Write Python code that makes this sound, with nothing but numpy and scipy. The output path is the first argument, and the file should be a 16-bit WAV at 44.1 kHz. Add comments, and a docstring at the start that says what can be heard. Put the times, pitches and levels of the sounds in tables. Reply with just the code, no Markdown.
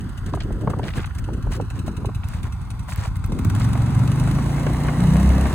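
"""A V-twin thuds at idle some metres away: a small tracked vehicle in a snowy field revs up and drives off.
Exhaust pulses ring the muffler and merge into a drone under load. The valve gear clatters, a puff of
hiss rings the casing once a cycle, and track links knock as they roll. Close by, wind buffets the
microphone, boots crunch on frozen snow and a few ice pellets tick."""
import sys
import numpy as np
from scipy import signal
from scipy.fft import rfft, irfft, next_fast_len
from scipy.io import wavfile

SR = 44100
rng = np.random.default_rng(int(sys.argv[2]) if len(sys.argv) > 2 else 0)


def master(y):
    """Save y as 16-bit WAV."""
    cut = np.clip(np.atleast_2d(y).T, -1, 1)
    pcm = np.round(cut * 32767)  # scale
    wavfile.write(sys.argv[1], SR, pcm.astype(np.int16))


N = 244314
T = np.arange(N) / SR
HZ = np.fft.rfftfreq(N, 1 / SR)

# engine speed, hunting at idle, then climbing in three pushes (time [s], four-stroke cycle rate [Hz])
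CYCLE_RATE = [(0.0, 11.93), (0.6, 11.3), (1.0, 11.06), (1.5, 10.71), (1.85, 11.46), (2.35, 10.43),
              (2.65, 11.24), (3.05, 10.84), (3.28, 12.25), (3.45, 18.32), (3.7, 23.22), (3.95, 22.88),
              (4.2, 25.36), (4.5, 28.83), (4.75, 29.52), (5.0, 29.61), (5.25, 32.69), (5.54, 34.64)]
# the driver opens up, eases off, opens up again (time [s], throttle [0-1])
THROTTLE = [(3.2, 0), (3.38, .8), (3.7, .75), (4.3, .85), (4.55, .5), (4.95, .45), (5.04, 1), (5.3, .92),
            (5.54, .7)]
# layer gain laws (idle [dB], added at full throttle [dB], per doubling of speed [dB])
EXHAUST_LAW = (-27.3, 7, -4.8)
CLATTER_LAW = (-47, 0.081, 12.6)
HISS_LAW = (-53.5, 4.1, 6.3)
TICK_LAW = (-36.5, 10, -5)
# exhaust strokes (phase [cycles], gain [dB])
STROKES = [(0.09, 0), (0.485, -5.5)]
# swell and sag of the exhaust beat (time [s], gain [dB])
BEAT_SWELL = [(0, -3), (1.65, 0.5), (2.3, 0), (2.62, -3.5), (3.2, 2)]
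# muffler resonances (frequency [Hz], width [Hz], gain [dB])
MUFFLER_MODES = [(73.3, 4.3, 9), (109.6, 43.5, 7.5), (171, 32, -1.5), (229, 71, -3)]
# engine orders entering the pipe (order [x cycle rate], full-throttle level [dB], loss when shut [dB])
DRONE_ORDERS = [(2, -17.3, 7), (3, -28.5, 0), (4, -28, 2), (5, -18.5, 10), (6, -19.8, 22), (7, -30.5, 5),
                (8, -31.5, 0), (9, -35.5, 0), (10, -35, 3), (11, -33, 6)]
# exhaust pipe response (frequency [Hz], gain [dB])
PIPE_RESPONSE = [(35, -21), (47, -15), (53, -8), (59, -6.5), (66, .5), (70, .5), (79, -5), (95, -3),
                 (117, .5), (135, -1), (152, -.5), (163, -5), (172, -10), (180, .5), (187, 0), (198, -3),
                 (210, -13), (240, -1), (300, -7), (380, -16)]
# valve rattles and hiss puffs (phase [cycles], decay [cycles], power [x steady part])
VALVE_BURSTS = [(0.99, 0.054, 1.1), (0.153, 0.08, 0.19), (0.37, 0.016, 1.5), (0.64, 0.074, 0.22)]
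PUFF_BURSTS = [(.96, .055, 85), (.36, .07, 3.5)]
# spectra of clatter, hiss and the struck engine block (frequency [Hz], relative level [dB])
IDLE_CLATTER_SPECTRUM = [(100, -20), (300, -9), (450, -3), (620, 1), (760, 10), (900, 9), (1100, 6.5),
                         (1400, 5.5), (1700, 1), (2100, -6), (2600, -11), (3300, -11), (5000, -13.5),
                         (9000, -45)]
LOAD_CLATTER_SPECTRUM = [(100, 7), (300, 8.5), (450, 2.5), (700, 2), (1100, -1), (1450, -6.5), (1750, -6.5),
                         (2080, -8), (2350, -15), (2700, -15.5), (3300, -19.5), (4100, -24), (5200, -23),
                         (9000, -33)]
HISS_SPECTRUM = [(500, -8), (1500, 3), (2700, 3), (4100, 6.5), (5200, 1), (6600, 5), (7500, 5), (8500, 3),
                 (11000, 5), (13000, 3), (15800, -7.5)]
BLOCK_SPECTRUM = [(300, 3), (1000, 2), (1550, 6), (2600, -9), (4000, -9.5), (5200, -15), (9000, -13),
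                  (15000, -23)]
# resonances of thin metal round the engine (frequency [Hz], width [Hz], gain [dB])
CASING_MODES = [(1663, 120, 14.5), (2105, 40, 21), (2608, 110, 18), (2903, 53, 18), (3870, 180, 9.5),
                (3990, 68, 3.5), (5610, 130, 12.5), (6500, 100, 5.5), (8260, 110, 11.5), (8860, 120, 10),
                (10200, 300, 4.5)]
# hard firings as the throttle opens (time [s], peak into the block [dB])
HARD_FIRINGS = [(3.157, -28), (3.241, -25), (3.390, -24), (3.449, -24), (3.500, -22), (3.562, -22),
                (3.647, -22)]
# track knocks (time [s], peak [dB], pitch of the struck spot [Hz])
KNOCKS = [(3.608, -20, 1070), (3.753, -20, 635), (4.274, -18, 796), (4.386, -18, 1080), (4.58, -22, 845),
          (4.666, -13.5, 593), (4.848, -17, 687), (4.884, -15, 1230), (5.0, -19, 980), (5.156, -16.5, 814),
          (5.303, -17.5, 940), (5.381, -22, 1050), (5.455, -13, 910)]
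# running gear resonances (frequency [Hz], width [Hz], gain [dB])
CHASSIS_MODES = [(590, 160, 12), (720, 130, 8), (1140, 170, 10), (1490, 300, 13.5), (2050, 200, 7)]
# hull reflections (delay [s], gain [ratio])
HULL_ECHOES = [(.00238, -0.18), (.0037, 0.058)]
# pitch the ground bounce cancels, sinking as listener and vehicle move (time [s], frequency [Hz])
GROUND_NOTCH = [(0, 820), (1.15, 784), (1.7, 690), (2.6, 575), (4.2, 607), (5.4, 440)]
# gusts on the microphone (start [s], length [s], level [dB], cutoff [Hz])
GUSTS = [(0.0, 0.095, -30, 271), (0.244, 0.056, -32.5, 465), (0.333, 0.058, -29, 600),
         (0.449, 0.14, -28, 520), (0.613, 0.04, -26, 960), (0.667, 0.056, -23, 1300),
         (0.772, 0.033, -25.5, 965), (0.836, 0.043, -26.5, 755), (0.971, 0.021, -27, 580),
         (1.17, 0.19, -36, 400), (1.283, 0.12, -30, 520), (1.455, 0.055, -28.5, 520),
         (1.561, 0.052, -28.5, 690), (1.604, 0.038, -30, 380), (1.747, 0.053, -34, 460),
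         (1.848, 0.11, -32, 447), (1.985, 0.12, -33.5, 594), (2.399, 0.052, -33, 328),
         (3.298, 0.075, -29, 620)]
# slaps of air (time [s], peak [dB])
SLAPS = [(0.337, -17), (.372, -25), (.505, -24), (.674, -13), (.70, -19), (.734, -18), (.794, -18),
         (1.287, -22), (1.47, -23), (1.599, -15.5), (1.879, -21), (2.046, -22), (2.089, -22), (3.319, -24)]
# low shoves of air (time [s], frequency [Hz], decay [s], gain [dB])
THUMPS = [(0.513, 44.3, 0.04, -20), (1.462, 42.3, 0.046, -15.5)]
# wind spectra (frequency [Hz], relative level [dB])
EDDY_SPECTRUM = [(20, -48), (45, -1), (120, 5.5), (250, 0.5), (450, -5.5), (800, -15), (1200, -27),
                 (2000, -40), (5000, -60)]
SLAP_SPECTRUM = [(40, -8), (150, 0), (350, -2), (700, 1.5), (1100, -3), (1600, -18), (3000, -36),
                 (6000, -70)]
RUMBLE_SPECTRUM = [(15, -62), (35, 3.5), (60, -5), (90, -2.5), (150, -12.5), (300, -24.5), (1000, -60)]
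# boots in snow (start [s], length [s], level [dB], tilt [dB/octave])
STEPS = [(0.259, 0.059, -46.5, -1), (0.399, 0.027, -34, -5), (0.819, 0.11, -41, -0.5),
         (0.901, 0.17, -40, -1), (0.944, 0.053, -35.5, -1), (1.179, 0.022, -44, 2),
         (1.493, 0.098, -40.5, 1), (1.732, 0.074, -47, -0.5), (1.858, 0.024, -47.5, 2),
         (2.236, 0.2, -43.5, -1), (2.436, 0.06, -42, -1.5), (2.87, 0.09, -43.5, 3), (2.942, 0.17, -39, 0),
         (3.554, 0.13, -42, 0.5)]
# snow crunch spectrum (frequency [Hz], relative level [dB])
CRUNCH_SPECTRUM = [(150, 44), (500, 9.5), (1000, 15.5), (1900, 10), (2600, 5), (3900, 4), (5200, 1),
                   (8000, -1), (12000, -5.5), (16000, -8)]
# loudest crusts and stones snapping underfoot (time [s], pitch [Hz], peak [dB])
LOUD_SNAPS = [(0.334, 3550, -31.5), (0.403, 3430, -24.5), (0.42, 3470, -29), (0.83, 2680, -28.5),
              (0.839, 2830, -25.5), (0.881, 2470, -23.5), (0.903, 2480, -29), (0.935, 2910, -27),
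              (0.981, 2000, -24), (1.001, 2340, -28), (1.03, 2400, -30), (1.043, 1790, -23),
              (1.107, 1640, -32), (1.705, 1200, -31.5), (1.868, 1090, -34), (2.233, 1880, -27),
              (2.334, 1543, -30), (2.452, 1376, -31), (2.885, 1314, -24.5), (2.92, 1746, -24.5),
              (2.959, 1980, -31), (3.032, 1700, -32), (3.052, 1290, -22), (3.616, 3660, -27)]
# ice pellets landing near the microphone (time [s], peak [dB])
PELLETS = [(2.287, -19), (2.96, -17.5), (3.081, -28), (3.169, -23), (3.263, -22), (3.393, -24),
           (3.449, -14), (3.499, -18.5), (3.69, -41)]
# likeness of the two microphone ports (frequency [Hz], coherence [0-1])
PORT_COHERENCE = [(50, 0.84), (300, 1), (700, 0.68), (1900, 0.66), (2900, 0.5), (4000, 0.2), (6000, 1),
                  (8300, 0.96), (12000, 1), (15000, 1)]
# lead of the left port (frequency [Hz], phase [rad])
PORT_LEAD = [(0, 0), (1000, -.4), (2200, .3), (3200, 2.3), (4700, 2.7), (6400, 5.1), (8500, 6.4),
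             (12000, 9.4), (16000, 12.7)]


def exhaust(cycles, cycle_hz, jitter_s=.0011, uneven=.35, echo_s=.021, echo_gain=.18, width=.31):
    """Each cylinder sends a pulse and a gush of turbulence into the muffler's resonances."""
    pulses, gush = np.zeros(N), np.zeros(N)
    for phase, db in STROKES:
        at = crossings(cycles, phase)
        size, late = rng.uniform(-1, 1, (len(at), 2)).T
        merged = np.clip((cycle_hz[at] - 14) / 8, 0, 1)  # at speed the pulses' even part is the drone
        strength = 1 - merged + (uneven + merged) * size
        jittered = np.clip(at + (late * jitter_s * SR).astype(int), 0, N - 1)
        pulses[jittered] += amp(db) * strength / np.sqrt(cycle_hz[at])
        gush += amp(db) * np.exp(-((cycles - phase) % 1) / 1.8)
    turbulence = evened(gush * rng.standard_normal(N))
    rough_share = np.interp(cycle_hz, [13, 22], [.25, .85])
    drive = np.sqrt(1 - rough_share) * evened(pulses) + np.sqrt(rough_share) * turbulence
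    ring = sum(amp(db) * width_hz * mode(hz, width_hz, T[:SR // 4]) for hz, width_hz, db in MUFFLER_MODES)
    muffled = signal.fftconvolve([drive, rng.standard_normal(N)], ring[None], axes=1)[:, :N]
    outlet = signal.butter(2, [45, 300], "bandpass", fs=SR, output="sos")
    pipe = rfft(signal.sosfilt(outlet, muffled))
    echo = 1 + echo_gain * np.exp(-2j * np.pi * HZ * echo_s)  # idle thuds return once from the muffler
    round_idle = evened(irfft(pipe * echo / (1 + (HZ / 160) ** 4), N))
    hard_load = evened(irfft(pipe * HZ / np.hypot(HZ, 140), N))
    revving = np.clip((cycle_hz - 12) / 4, 0, 1)
    thud, side = (evened(x) for x in (1 - revving) * round_idle + revving * hard_load)
    gain = amp(effort_db(EXHAUST_LAW, cycle_hz) + curve(BEAT_SWELL))
    return gain * (thud + width * np.array([side, -side]))


def drone(cycles, cycle_hz, waver_db=2, smear_cycles=.052, slip_periods=.022):
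    """Under load the pipe smears the pulses into wavering engine orders that sweep its resonances."""
    onset = np.interp(cycle_hz, [12.5, 20.5], [0, 1])
    shut = 1 - curve(THROTTLE)
    tones = np.zeros(N)
    for order, db, shut_loss_db in DRONE_ORDERS:
        level_db = db - shut_loss_db * shut + at_hz(PIPE_RESPONSE, order * cycle_hz)
        level_db += waver_db * wander(13)
        delayed = cycles - smear_cycles * order  # higher orders leave the pipe later
        tones += amp(level_db) * np.cos(2 * np.pi * (order * delayed + slip_periods * wander(13)))
    return np.sqrt(2) * onset * tones


def clatter(cycles, cycle_hz, grit_db=1, lag_s=.09):
    """Valve gear and casing rattle in step with the cycle, filling out just after the speed climbs."""
    rattle = bursts(cycles, VALVE_BURSTS, uneven_db=1) * evened(amp(grit_db * wander(110)))
    drive = rng.standard_normal((2, N)) * rattle
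    lagged_hz = np.interp(T - lag_s, T, cycle_hz)
    load = np.clip((lagged_hz - 15) / 13, 0, 1)
    blend = (1 - load) * colour(drive, IDLE_CLATTER_SPECTRUM) + load * colour(drive, LOAD_CLATTER_SPECTRUM)
    return amp(effort_db(CLATTER_LAW, lagged_hz)) * blend


def hiss(cycles, cycle_hz, flutter_db=1.8, trim_db=-3.5):
    """One sharp puff and a faint one ring the casing each cycle; at speed they sink into a steadier rush."""
    puffs = bursts(cycles, PUFF_BURSTS, uneven_db=4.5)
    steady_share = np.interp(cycle_hz, [19.5, 22, 29], [0, .35, .6])
    envelope = np.sqrt((1 - steady_share) * puffs ** 2 + steady_share)
    gain = amp(effort_db(HISS_LAW, cycle_hz) + trim_db + flutter_db * wander(500))
    air = colour(rng.standard_normal((2, N)) * envelope * gain, HISS_SPECTRUM)
    metal = sum((amp(db) - 1) * signal.lfilter(*signal.iirpeak(hz, hz / width_hz, SR), air)
                for hz, width_hz, db in CASING_MODES)
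    return air + np.interp(cycle_hz, [13, 24], [.74, .47]) * metal


def valve_ticks(cycles, cycle_hz, uneven_db=3):
    """Once a cycle a valve strikes the casing and leaves it ringing."""
    at = crossings(cycles, 0)
    blows, out = np.zeros((2, N)), np.zeros((2, N))
    total = sum(amp(db) * width_hz for _, width_hz, db in CASING_MODES)
    for hz, width_hz, db in CASING_MODES:
        blows[:, at] = amp(uneven_db * rng.standard_normal((len(at), 2)).T)
        ring = amp(db) * width_hz / total * mode(hz, width_hz, T[:SR // 12])
        out += signal.oaconvolve(blows, ring[None], axes=1)[:, :N]
    return amp(effort_db(TICK_LAW, cycle_hz)) * out


def hard_firings(decay_s=.0045):
    """The first charges under an opening throttle knock sharply on the block."""
    out = np.zeros((2, N))
    for time_s, db in HARD_FIRINGS:
        add(out, time_s, peaked(noise_hit(T[:SR // 20], decay_s), db))
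    return colour(out, BLOCK_SPECTRUM)


def tracks(scrape_s=.0075, detune=.05, spot_db=20):
    """Track links slap the running gear in short, scraping knocks; each spot adds a broad resonance."""
    out, t = np.zeros((2, N)), T[:SR // 10]
    for time_s, peak_db, spot_hz in KNOCKS:
        modes = [(hz * (1 + detune * rng.uniform(-.76, 1)), width_hz, db)
                 for hz, width_hz, db in CHASSIS_MODES]
        modes.append((spot_hz, spot_hz / 2, spot_db))
        ring = sum(amp(db) * mode(hz, width_hz, t) for hz, width_hz, db in modes)
        knock = signal.fftconvolve(noise_hit(t, scrape_s), ring[None], axes=1)
        add(out, time_s, peaked(knock, peak_db))
    return out


def reflections(x, cycle_hz, ground_gain=.42):
    """Ground and hull echoes give the idling engine a hollow ring that fades as it speeds up."""
    standing = np.interp(cycle_hz, [16, 24], [1, .35])
    out = x.copy()
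    for delay_s, gain in HULL_ECHOES + [(.5 / curve(GROUND_NOTCH), ground_gain)]:
        out += gain * standing * np.array([np.interp(T - delay_s, T, channel) for channel in x])
    return out


def wind(lumpy_db=4.2, rumble_db=-33, width=.25):
    """Eddies tumble over the ports above a low rumble and two shoves of air."""
    strength, cutoff_hz = gusts()
    lumps = evened(amp(lumpy_db * np.tanh(wander(66))))
    eddies = colour(rng.standard_normal((2, N)) * lumps, EDDY_SPECTRUM)
    mid, side = strength * low_passed(eddies, cutoff_hz) + slaps()
    mid += amp(rumble_db) * colour(rng.standard_normal(N), RUMBLE_SPECTRUM)
    t = T[:SR // 4]
    for time_s, hz, decay_s, db in THUMPS:
        swell = 2 * t / decay_s * np.exp(1 - 2 * t / decay_s)
        add(mid, time_s, amp(db) * swell * np.sin(2 * np.pi * hz * t))
    return mid + width * np.array([side, -side])


def gusts(rise_s=.01, fall_s=.012, breeze_db=-37.5, breeze_hz=212):
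    """Wind gain and power-weighted cutoff: each gust swells, holds and drops back into a light breeze."""
    power = amp(breeze_db) ** 2
    weighted_hz = power * breeze_hz
    for start_s, length_s, db, cutoff_hz in GUSTS:
        before_s, after_s = np.maximum(start_s - T, 0), np.maximum(T - start_s - length_s, 0)
        gust_power = (amp(db) * np.exp(-before_s / rise_s - after_s / fall_s)) ** 2
        power += gust_power
        weighted_hz += gust_power * cutoff_hz
    return np.sqrt(power), weighted_hz / power


def slaps(decay_s=.0024):
    """A tight eddy hits the ports with a short, dull pop."""
    out, t = np.zeros((2, N)), T[:SR // 20]
    shape = amp(at_hz(SLAP_SPECTRUM, np.fft.rfftfreq(len(t), 1 / SR)))
    for time_s, db in SLAPS:
        air = irfft(rfft(rng.standard_normal((2, len(t)))) * shape, len(t))
        pop = air * t * np.exp(-t / decay_s)
        add(out, time_s, amp(db) * pop / abs(pop).max(1, keepdims=True))
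    return out


def boots(band_cracks_per_s=450, spread_db=4, rub=.16, q=4, taper=.75):
    """Frozen snow gives way under a sole in a cloud of tiny cracks, ringing in 14 bands."""
    out = np.zeros((2, N))
    band_hz = np.geomspace(500, 14000, 14)[:, None, None]
    for start_s, length_s, db, tilt_db in STEPS:
        count = int(length_s * SR)
        grid = (len(band_hz), 2, count)
        sizes = amp(spread_db * np.minimum(rng.exponential(1, grid), 3))
        sizes *= rng.random(grid) < band_cracks_per_s / SR
        cracks = evened(sizes * rng.choice([-1, 1], grid)) + rub * rng.standard_normal(grid)
        cracks *= signal.windows.tukey(count, taper)
        n_fft = next_fast_len(count + 512)
        hz = np.fft.rfftfreq(n_fft, 1 / SR) + 1
        rings = rfft(cracks, n_fft) / (1 + 1j * q * (hz / band_hz - band_hz / hz))
        crunch = irfft(rings.sum(0) * amp(at_hz(CRUNCH_SPECTRUM, hz) + tilt_db * np.log2(hz)), n_fft)
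        add(out, start_s, amp(db) * evened(crunch))
    return out


def snaps(cracks=18, pitch_spread=.35, scatter_s=.0035, decay_periods=1.5):
    """A crust breaks in a quick cluster of cracks, each ringing briefly at its own pitch."""
    out, t = np.zeros((2, N)), T[:SR // 25]
    for time_s, hz, db in LOUD_SNAPS + lesser_snaps():
        crack_hz = hz * np.exp(pitch_spread * rng.standard_normal((2, cracks, 1)))
        delay_s = rng.gamma(2, scatter_s / 2, crack_hz.shape)
        periods = np.maximum(t - delay_s, 0) * crack_hz
        envelope = (1 - np.exp(-2 * periods)) * np.exp(-periods / decay_periods)
        cluster = (envelope * np.sin(2 * np.pi * periods)).sum(1)
        add(out, time_s, peaked(cluster, db))
    return out


def lesser_snaps(per_s=20, centre_hz=2040, over_step_db=6):
    """Small snaps fall at random under a boot (time [s], pitch [Hz], peak [dB])."""
    rows = []
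    for start_s, length_s, db, _ in STEPS:
        for when, pitch, size in rng.random((16, 3))[:round(length_s * per_s)]:
            peak_db = db + over_step_db + 10 * (size - .5)
            rows.append((start_s + when * length_s, centre_hz * 2 ** (pitch - .5), peak_db))
    return rows


def pellets(decay_s=.00035):
    """Ice pellets land with hard, bright ticks and no ring."""
    out = np.zeros((2, N))
    for time_s, db in PELLETS:
        add(out, time_s, peaked(np.diff(noise_hit(T[:SR // 100], decay_s)), db))
    return out


def ports(pair):
    """Two unrelated signals become the partly alike, slightly delayed signals of the microphone ports."""
    a, b = rfft(pair)
    coherence = at_hz(PORT_COHERENCE)
    mid, side = a * np.sqrt((1 + coherence) / 2), b * np.sqrt((1 - coherence) / 2)
    lead = np.exp(.5j * np.interp(HZ, *np.transpose(PORT_LEAD)))
    return irfft(np.array([(mid + side) * lead, (mid - side) / lead]), N)


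def effort_db(law, cycle_hz, idle_hz=11.2):
    """A layer's gain follows throttle and engine speed."""
    idle_db, throttle_db, doubling_db = law
    return idle_db + throttle_db * curve(THROTTLE) + doubling_db * np.log2(cycle_hz / idle_hz)


def bursts(cycles, table, uneven_db, rise_cycles=.02):
    """Envelope over the engine cycle: each burst opens fast, dies away and differs from the last."""
    power = np.ones(N)
    for phase, decay_cycles, height in table:
        count, age = np.divmod(cycles - phase + 2, 1)
        size = amp(uneven_db * rng.uniform(-1, 1, 256))[count.astype(int) % 256]
        attack = 1 - np.exp(-(age / rise_cycles) ** 2)
        power += height * size ** 2 * attack * np.exp(-age / decay_cycles)
    return evened(np.sqrt(power))


def crossings(cycles, phase):
    """Samples at which the engine cycle passes a phase."""
    return np.flatnonzero(np.diff(np.floor(cycles - phase)))


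def mode(hz, width_hz, t):
    """Decaying sine of one resonance."""
    return np.exp(-np.pi * width_hz * t) * np.sin(2 * np.pi * hz * t)


def noise_hit(t, decay_s):
    """Decaying stereo noise."""
    return rng.standard_normal((2, len(t))) * np.exp(-t / decay_s)


def low_passed(x, cutoff_hz):
    """Steep moving low-pass: crossfades static ones half an octave apart."""
    spectrum, edges_hz = rfft(x), np.geomspace(125, 2000, 9)
    place = np.interp(np.log(cutoff_hz), np.log(edges_hz), np.arange(len(edges_hz)))
    return sum(np.maximum(1 - abs(place - k), 0) * irfft(spectrum / np.sqrt(1 + (HZ / hz) ** 8), N)
               for k, hz in enumerate(edges_hz))


def colour(x, spectrum):
    """Filters by a spectrum table, keeping the power of white noise."""
    return irfft(rfft(x) * evened(amp(at_hz(spectrum))), N)


def wander(rate_hz):
    """Smooth noise of unit rms, up to about the given rate."""
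    return evened(irfft(rfft(rng.standard_normal(N)) * np.exp(-(HZ / rate_hz) ** 2), N))


def curve(table):
    """A time table at every sample."""
    return np.interp(T, *np.transpose(table))


def at_hz(table, hz=HZ):
    """A frequency table, interpolated on a log axis."""
    table_hz, value = np.transpose(table)
    return np.interp(np.log(hz + 1), np.log(table_hz + 1), value)


def add(mix, time_s, sound):
    """Lays a sound into the mix."""
    part = mix[..., round(time_s * SR):][..., :sound.shape[-1]]
    part += sound[..., :part.shape[-1]]


def amp(db):
    """Decibels to gain."""
    return 10 ** (np.asarray(db) / 20)


def evened(x):
    """Scales to unit rms."""
    return x / np.sqrt(np.mean(x ** 2) + 1e-20)


def peaked(x, db):
    """Scales to a peak level."""
    return amp(db) * x / abs(x).max()


def scene(start_cycles=-.11):
    """The crankshaft paces the engine; wind, boots and pellets are close to the listener."""
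    cycle_hz = curve(CYCLE_RATE)
    cycles = start_cycles + np.cumsum(cycle_hz) / SR
    engine = clatter(cycles, cycle_hz) + hiss(cycles, cycle_hz)
    engine += valve_ticks(cycles, cycle_hz) + hard_firings()
    airborne = reflections(engine, cycle_hz) + tracks() + boots() + snaps()
    return exhaust(cycles, cycle_hz) + drone(cycles, cycle_hz) + ports(airborne) + wind() + pellets()


def record(dry, low_cut_hz=24, high_cut_hz=15950):
    """The microphone's low cut and band limit."""
    thin = irfft(rfft(dry) * HZ ** 2 / np.sqrt(HZ ** 4 + low_cut_hz ** 4), N)
    band_limit = signal.firwin(511, high_cut_hz, window=("kaiser", 9), fs=SR)
    return signal.oaconvolve(thin, band_limit[None], "same")


dry = scene()
out = record(dry)
master(out)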